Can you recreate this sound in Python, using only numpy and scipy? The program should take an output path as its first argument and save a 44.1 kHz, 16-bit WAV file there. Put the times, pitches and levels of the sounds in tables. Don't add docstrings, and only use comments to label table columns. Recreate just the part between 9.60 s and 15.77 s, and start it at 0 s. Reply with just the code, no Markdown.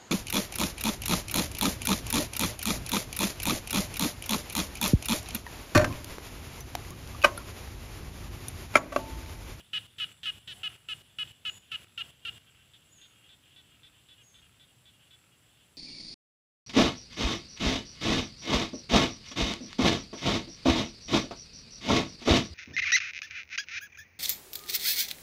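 import sys
import numpy as np
from scipy import signal
from scipy.fft import rfft, irfft
from scipy.io import wavfile
from scipy.ndimage import uniform_filter1d

SR = 44100
rng = np.random.default_rng(int(sys.argv[2]) if len(sys.argv) > 2 else 0)


def amplitude_ratio(level_db):
    exponent = np.asarray(level_db, float) / 20
    return 10 ** exponent


def put_to_file(sound):
    columns = np.atleast_2d(sound).T
    safe = np.clip(columns, -1, 1)
    whole_steps = np.round(safe * 32767)
    wavfile.write(sys.argv[1], SR, whole_steps.astype(np.int16))


N = 272097


def ring(x, hz, width):
    return signal.lfilter(*signal.iirpeak(hz, hz / width, SR), x)


def level(x, db):
    return x * amplitude_ratio(db) / np.sqrt(np.mean(x ** 2))


def walk(rate):
    k = int(SR / rate)
    steps = rng.standard_normal(2000)[np.arange(N) // k]
    return 1.226 * uniform_filter1d(uniform_filter1d(steps, k), k)


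def shaped_noise(colour):
    hz = np.fft.rfftfreq(N, 1 / SR) + 1
    f, db = np.transpose(colour)
    gain = amplitude_ratio(np.interp(np.log(hz), np.log(f), db))
    return irfft(rfft(rng.standard_normal(N)) * gain, N)


def field(x, wet_db, t60):
    t = np.arange(int(.4 * SR)) / SR
    scatter = rng.standard_normal(len(t)) * (rng.random(len(t)) < .02)
    tail = scatter * amplitude_ratio(-60 * t / t60) * (t > .008)
    echo = level(tail, wet_db) / np.sqrt(len(t))
    echo[int(.00466 * SR)] = amplitude_ratio(-10)
    return x + signal.fftconvolve(x, echo)[:N]


def voice(pulses, sac):
    f, db = np.transpose(sac)
    hz = np.fft.rfftfreq(2048, 1 / SR) + 1
    fall_db = -18 * np.clip(np.log2(hz / f[-1]), 0, None)
    cepstrum = irfft(np.log(amplitude_ratio(np.interp(np.log(hz), np.log(f), db) + fall_db)))
    cepstrum[1:1024] *= 2
    cepstrum[1025:] = 0
    response = irfft(np.exp(rfft(cepstrum)))[:1024]
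    return signal.oaconvolve(pulses, response / np.linalg.norm(response))[:N]


def tune(notes, law):
    early, mid, late, lean_early, lean_late = law
    tuned = []
    for start, span, hz, db in notes:
        off = hz - mid
        tuned.append((start, span, early + lean_early * off, hz, late + lean_late * off, db))
    return tuned


SETTLE, PEAK, DROP = 0.1636, 0.53, 0.775
DULL_ABOVE_HZ, DULL_SHARE = 3700, 0.72


def frog(notes, sac, onset, swell_db, rough_db, jitter):
    pulses, soft = np.zeros((2, N + SR))
    chance = rng.standard_normal((len(notes), 2, 40))
    for (start, length, settled, hump, end, db), (late, loud) in zip(notes, chance):
        u = np.arange(int(length * SR)) / (length * SR)
        hz = np.interp(u, [0, SETTLE, PEAK, DROP, 1], [onset * settled, settled, hump, end, end])
        phase = np.cumsum(hz / SR)
        k = np.arange(int(phase[-1]) + 1)
        part = np.interp(k, phase, u)
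        at = (start + part * length + jitter / settled * late[k]) * SR
        pulse_db = db + np.interp(part, [0, .12, .85, 1], swell_db) + rough_db * loud[k]
        size = amplitude_ratio(pulse_db) * np.sqrt(SR / settled)
        whole = at.astype(int)
        np.add.at(pulses, whole, size * (1 - at % 1))
        np.add.at(pulses, whole + 1, size * (at % 1))
        soft[whole] = part ** 3
    high = signal.butter(2, DULL_ABOVE_HZ, "high", fs=SR, output="sos")
    edge = signal.sosfiltfilt(high, pulses * uniform_filter1d(soft, size=3) * 3)
    return voice(pulses - DULL_SHARE * edge, sac)


def whistle(curve, rough_db, rate, wobble):
    t = np.arange(N) / SR
    s, hz, db = np.transpose(curve)
    flutter_hz = np.interp(t, s, hz) * (1 + wobble * walk(rate))
    tone = np.sin(2 * np.pi * np.cumsum(flutter_hz) / SR)
    return tone * amplitude_ratio(np.interp(t, s, db, left=-130, right=-130) + rough_db * walk(rate))


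# f/Hz, level/dB (per Hz)
AIR_COLOUR = [(30, -23), (45, -9), (65, -2.5), (120, 2), (200, -8), (450, -15), (1000, -18), (3000, -17.5),
              (6000, -24.5), (9000, -24.5), (15000, -28)]
AIR_DB = -56.5


def air():
    noise = level(shaped_noise(AIR_COLOUR), AIR_DB)
    bass = signal.sosfilt(signal.butter(2, 300, fs=SR, output="sos"), noise)
    return noise + bass * (amplitude_ratio(1.2 * walk(4)) - 1)


# t/s, length/s, f/Hz (middle), droop at the ends (share of f, negative = rise), level/dB
COO = (.94, .19, 760, .13, -66)
HUM = (3, 1.7, 297.5, -0.1, -69)


def arch(start, length, top_hz, droop, db, edge_db):
    u = np.linspace(-1, 1, num=21)
    return np.transpose([start + length * (u + 1) / 2, top_hz * (1 - droop * u ** 2), db + edge_db * u ** 4])


def coo_and_hum():
    coo = whistle(arch(*COO, edge_db=-5), 1.4, 13.3, 0.0055)
    return coo + whistle(arch(*HUM, edge_db=-13), 0.64, 5.5, 0.0042)


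# t/s (start), t/s (end), chirp period/s, f/Hz, level/dB
CRICKET = [
    (.018, 1.63, .1275, 9430, -66),
    (3.225, 4.12, .119, 9150, -74),
    (4.225, 4.7, .123, 9200, -71),
    (4.715, 6.17, .1165, 9400, -69.5),
]
# f/Hz, width/Hz, level/dB
TRILLS = [
    (7664, 580, -67),
    (10800, 1030, -70),
]


def insects():
    t, out = np.arange(N) / SR, 0
    for start, end, period, hz, db in CRICKET:
        beat = (t - start) / period % 1
        stroke = np.sin(np.pi * np.clip(beat / .7, 0, 1))
        chirp = np.clip(2.5 * stroke, 0, 1) * (t > start) * (t < end)
        wing = ring(ring(rng.standard_normal(N), hz, 560), hz, 560)
        out = out + chirp * level(wing, db)
    for hz, width, db in TRILLS:
        buzz = ring(ring(rng.standard_normal(N), hz, width), hz, width)
        out = out + level(buzz * amplitude_ratio(2 * walk(40) + 1.2 * walk(2.5)), db)
    return out


# t/s, lift/dB
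SWELLS = [(2.1, 9), (3.38, 6), (3.68, 5), (3.93, 6.5), (4.4, 5.5), (5.45, 6), (6.05, 3)]
CHORUS_DB, CHORUS_FADE_DB_PER_S, SWELL_S = -65.5, -0.81, 0.051


def chorus():
    when, pitch, span, far = rng.random((4, 260))
    hz = 360 + 70 * pitch
    start = .01 + when * N / SR
    notes = np.transpose([start, .04 + .025 * span, hz, 1.02 * hz, .96 * hz, -9 * far])
    low, high = np.split(notes, 2)
    low = frog(low, LOW_SAC, 1.03, [4.5, 2.5, -7, -3], 0.93, 0.046)
    high = frog(high, HIGH_SAC, 1.0, [8, -8, -3.0, 8.5], 3.7, 0.052)
    t = np.arange(N) / SR
    db = CHORUS_DB + CHORUS_FADE_DB_PER_S * t
    for s, lift in SWELLS:
        db = db + lift * np.exp(-((t - s) / SWELL_S) ** 2)
    return level(field(low + amplitude_ratio(-5) * high, 1.2, 0.8), 7.3) * amplitude_ratio(db)


# t/s, hold/s, f/Hz (top), sag/Hz, level/dB
BIRD = [
    (1.858, 0.064, 7060, 233, -55.5),
    (3.29, 0.094, 6880, 322, -53),
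    (4.614, .05, 6690, 333, -53),
]
BIRD_RISE_S, BIRD_SCOOP_HZ, BIRD_LEAD_DB = .04, 300, -11
BIRD_FADE_S, BIRD_DROP_DB, BIRD_FADE_DB = .13, -6, -19


def chirp_curve(start, hold, top_hz, sag_hz, db):
    peak, low = start + BIRD_RISE_S, top_hz - sag_hz
    end = peak + hold
    return [(start, top_hz - BIRD_SCOOP_HZ, db + BIRD_LEAD_DB), (peak, top_hz, db), (end, low, db),
            (end + 0.014, low + 100, db + BIRD_DROP_DB), (end + BIRD_FADE_S, low + 100, db + BIRD_FADE_DB)]


def bird():
    return field(sum(whistle(chirp_curve(*call), 3, 180, .018) for call in BIRD), -4, .35)


# t/s, level/dB
TOAD = [(0.338, -63), (1.051, -63), (2.1168, -63), (2.8201, -64), (3.459, -64.5), (4.094, -63.5),
        (4.741, -64.5), (5.5128, -65.5)]
# f/Hz, level/dB
TOAD_SAC = [(1000, -45), (1330, -2.5), (1700, -15), (2100, -9.5), (2800, -5.5), (3300, -24), (5000, -55)]
TOAD_SPACING_S = .0255


def toad():
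    pulses = np.zeros(N)
    k = np.arange(10)
    for start, db in TOAD:
        shape_db = -6 * ((k - 4.2) / 5) ** 2 + 1.2 * rng.standard_normal(len(k))
        at = ((start + TOAD_SPACING_S * k) * SR).astype(int)
        pulses[at] = amplitude_ratio(db + shape_db) * np.sqrt(TOAD_SPACING_S * SR)
    return field(voice(pulses, TOAD_SAC), -5, .3)


# t/s, length/s, f/Hz (mid-note), level/dB
LOW = [(.002, 0.019, 419, -51.5), (2.615, 0.044, 404, -58), (2.758, 0.029, 413, -55.5),
       (2.862, 0.042, 386, -55), (2.96, 0.071, 386, -59), (3.255, .091, 404, -65), (3.38, 0.037, 390, -57),
       (3.55, 0.066, 411, -59.5), (3.635, 0.041, 412, -55.5), (3.87, 0.03, 414, -60),
       (4.11, .048, 412, -56.5), (4.345, 0.056, 380, -59.5), (4.58, .049, 422, -51.5),
       (4.82, .053, 415, -55), (5.078, .042, 412, -59.5), (5.335, 0.035, 411, -60),
       (5.72, 0.033, 416, -58.5), (5.97, .05, 407, -63.5)]
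HIGH = [(3.415, .055, 407, -49.5), (3.692, 0.061, 403, -51.5), (3.962, .054, 392, -50),
        (4.233, 0.058, 399, -51), (4.487, 0.063, 388, -52), (4.743, 0.064, 400, -53.5),
        (4.998, 0.0565, 399, -53), (5.256, 0.053, 394, -53.5), (5.509, 0.052, 387, -52)]
STRAY = [
    (3.136, .036, 271.6, -51),
]
# f/Hz (early), f/Hz (mid), f/Hz (late), how far early follows mid, how far late follows mid
LOW_TUNE = (401, 405, 397, 0.66, 0.13)
HIGH_TUNE = (373, 392.5, 371.5, 0.9, -1)
# f/Hz, level/dB
LOW_SAC = [(1100, -32), (1550, -13), (2200, -18.5), (2600, -7), (2900, 0), (3300, -3.5), (4000, -24),
           (5000, -37), (8000, -52)]
HIGH_SAC = [(1100, -32.5), (1550, -19), (2300, -19.5), (3100, -10), (3510, 0.5), (3780, -11.5), (4400, -22),
            (5200, -29.5), (8000, -54)]
# level/dB at its start, 12 %, 85 % and end
HIGH_SWELL_DB = [3.5, 1.2, 1.8, -3]


def far_frogs():
    high_notes = tune(STRAY, NEIGHBOUR_TUNE) + tune(HIGH, HIGH_TUNE)
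    high = frog(high_notes, HIGH_SAC, 1.06, HIGH_SWELL_DB, 1, .005)
    low = frog(tune(LOW, LOW_TUNE), LOW_SAC, .99, [-3, 0, 0, -4], 1.2, .007)
    return field(high + low, -14, .4)


# t/s, length/s, f/Hz (mid-note), level/dB
NEIGHBOUR = [
    (0.136, 0.055, 318.5, -39.5),
    (0.3848, 0.07, 318.7, -42),
    (0.6326, .054, 339, -40.5),
    (0.8761, .061, 366.6, -42.5),
]
# f/Hz (early), f/Hz (mid), f/Hz (late), how far early follows mid, how far late follows mid
NEIGHBOUR_TUNE = (358, 335, 310, 0.604, 0.745)
# f/Hz, level/dB
NEIGHBOUR_SAC = [(1000, -40), (1400, -18.5), (1850, -10), (2150, -20), (2600, -8), (2950, 0.5),
                 (3300, -2.5), (3800, -7), (4150, -14), (4500, -18.5), (5200, -21.5), (8000, -33)]


def neighbour_frog():
    return frog(tune(NEIGHBOUR, NEIGHBOUR_TUNE), NEIGHBOUR_SAC, 1.27, [0, -1.5, 1.5, -7], .8, .003)


# t/s, length/s, f/Hz (mid-note), level/dB
NEAR = [(0.1328, 0.048, 425.4, -33), (0.3999, 0.043, 426, -33), (0.6573, 0.046, 426.6, -32.5),
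        (1.033, .046, 430.5, -34), (1.287, 0.048, 434.3, -35.5), (1.5863, 0.046, 426, -34),
        (1.852, 0.046, 429.4, -34), (2.117, 0.043, 440, -35), (2.3771, .044, 456, -35),
        (2.6513, 0.045, 461, -36.5)]
# f/Hz (early), f/Hz (mid), f/Hz (late), how far early follows mid, how far late follows mid
NEAR_TUNE = (420.5, 426.5, 413.5, 0.9, -0.2)
# f/Hz, level/dB
NEAR_SAC = [(950, -48.5), (1200, -33.5), (1340, -12), (1750, -20), (2250, -20), (2550, -9), (2740, -2.5),
            (2915, 5.5), (3040, -6), (3250, -9.5), (4200, -22.5), (4800, -29), (7000, -37.5),
            (10300, -39.5)]
# level/dB at its start, 12 %, 85 % and end
NEAR_SWELL_DB = [0.5, 0, 1.5, 4.5]


def near_frog():
    return frog(tune(NEAR, NEAR_TUNE), NEAR_SAC, 1.1, NEAR_SWELL_DB, .6, .004)


CLOSE_WET_DB, CLOSE_T60_S = -20, 0.39


def scene():
    background = air() + coo_and_hum() + insects() + chorus()
    middle = bird() + toad() + far_frogs()
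    close = field(neighbour_frog() + near_frog(), CLOSE_WET_DB, CLOSE_T60_S)
    return (background + middle + close)[None]


def low_pass(x):
    return signal.sosfilt(signal.butter(12, 15610, fs=SR, output="sos"), x)


GATE_DB, GATE_LEAD_S, GATE_HOLD_S, GATE_FIRST_S = -8, 0.0035, 0.0871, 0.013
TOP_HZ = 15450


def record(dry):
    t = np.arange(N) / SR
    opened = t < GATE_FIRST_S
    for start, span, *_ in NEAR + NEIGHBOUR[-1:]:
        opened = opened | (t >= start - GATE_LEAD_S) & (t < start + span + GATE_HOLD_S)
    for start, span, *_ in NEIGHBOUR:
        opened = opened | (t >= start - GATE_LEAD_S) & (t < start + span)
    gain = uniform_filter1d(amplitude_ratio(GATE_DB * (1 - opened)), size=90)
    top = signal.ellip(8, .2, 70, TOP_HZ, fs=SR, output="sos")
    return low_pass(signal.sosfilt(top, dry * gain))


dry = scene()
out = record(dry)
put_to_file(out)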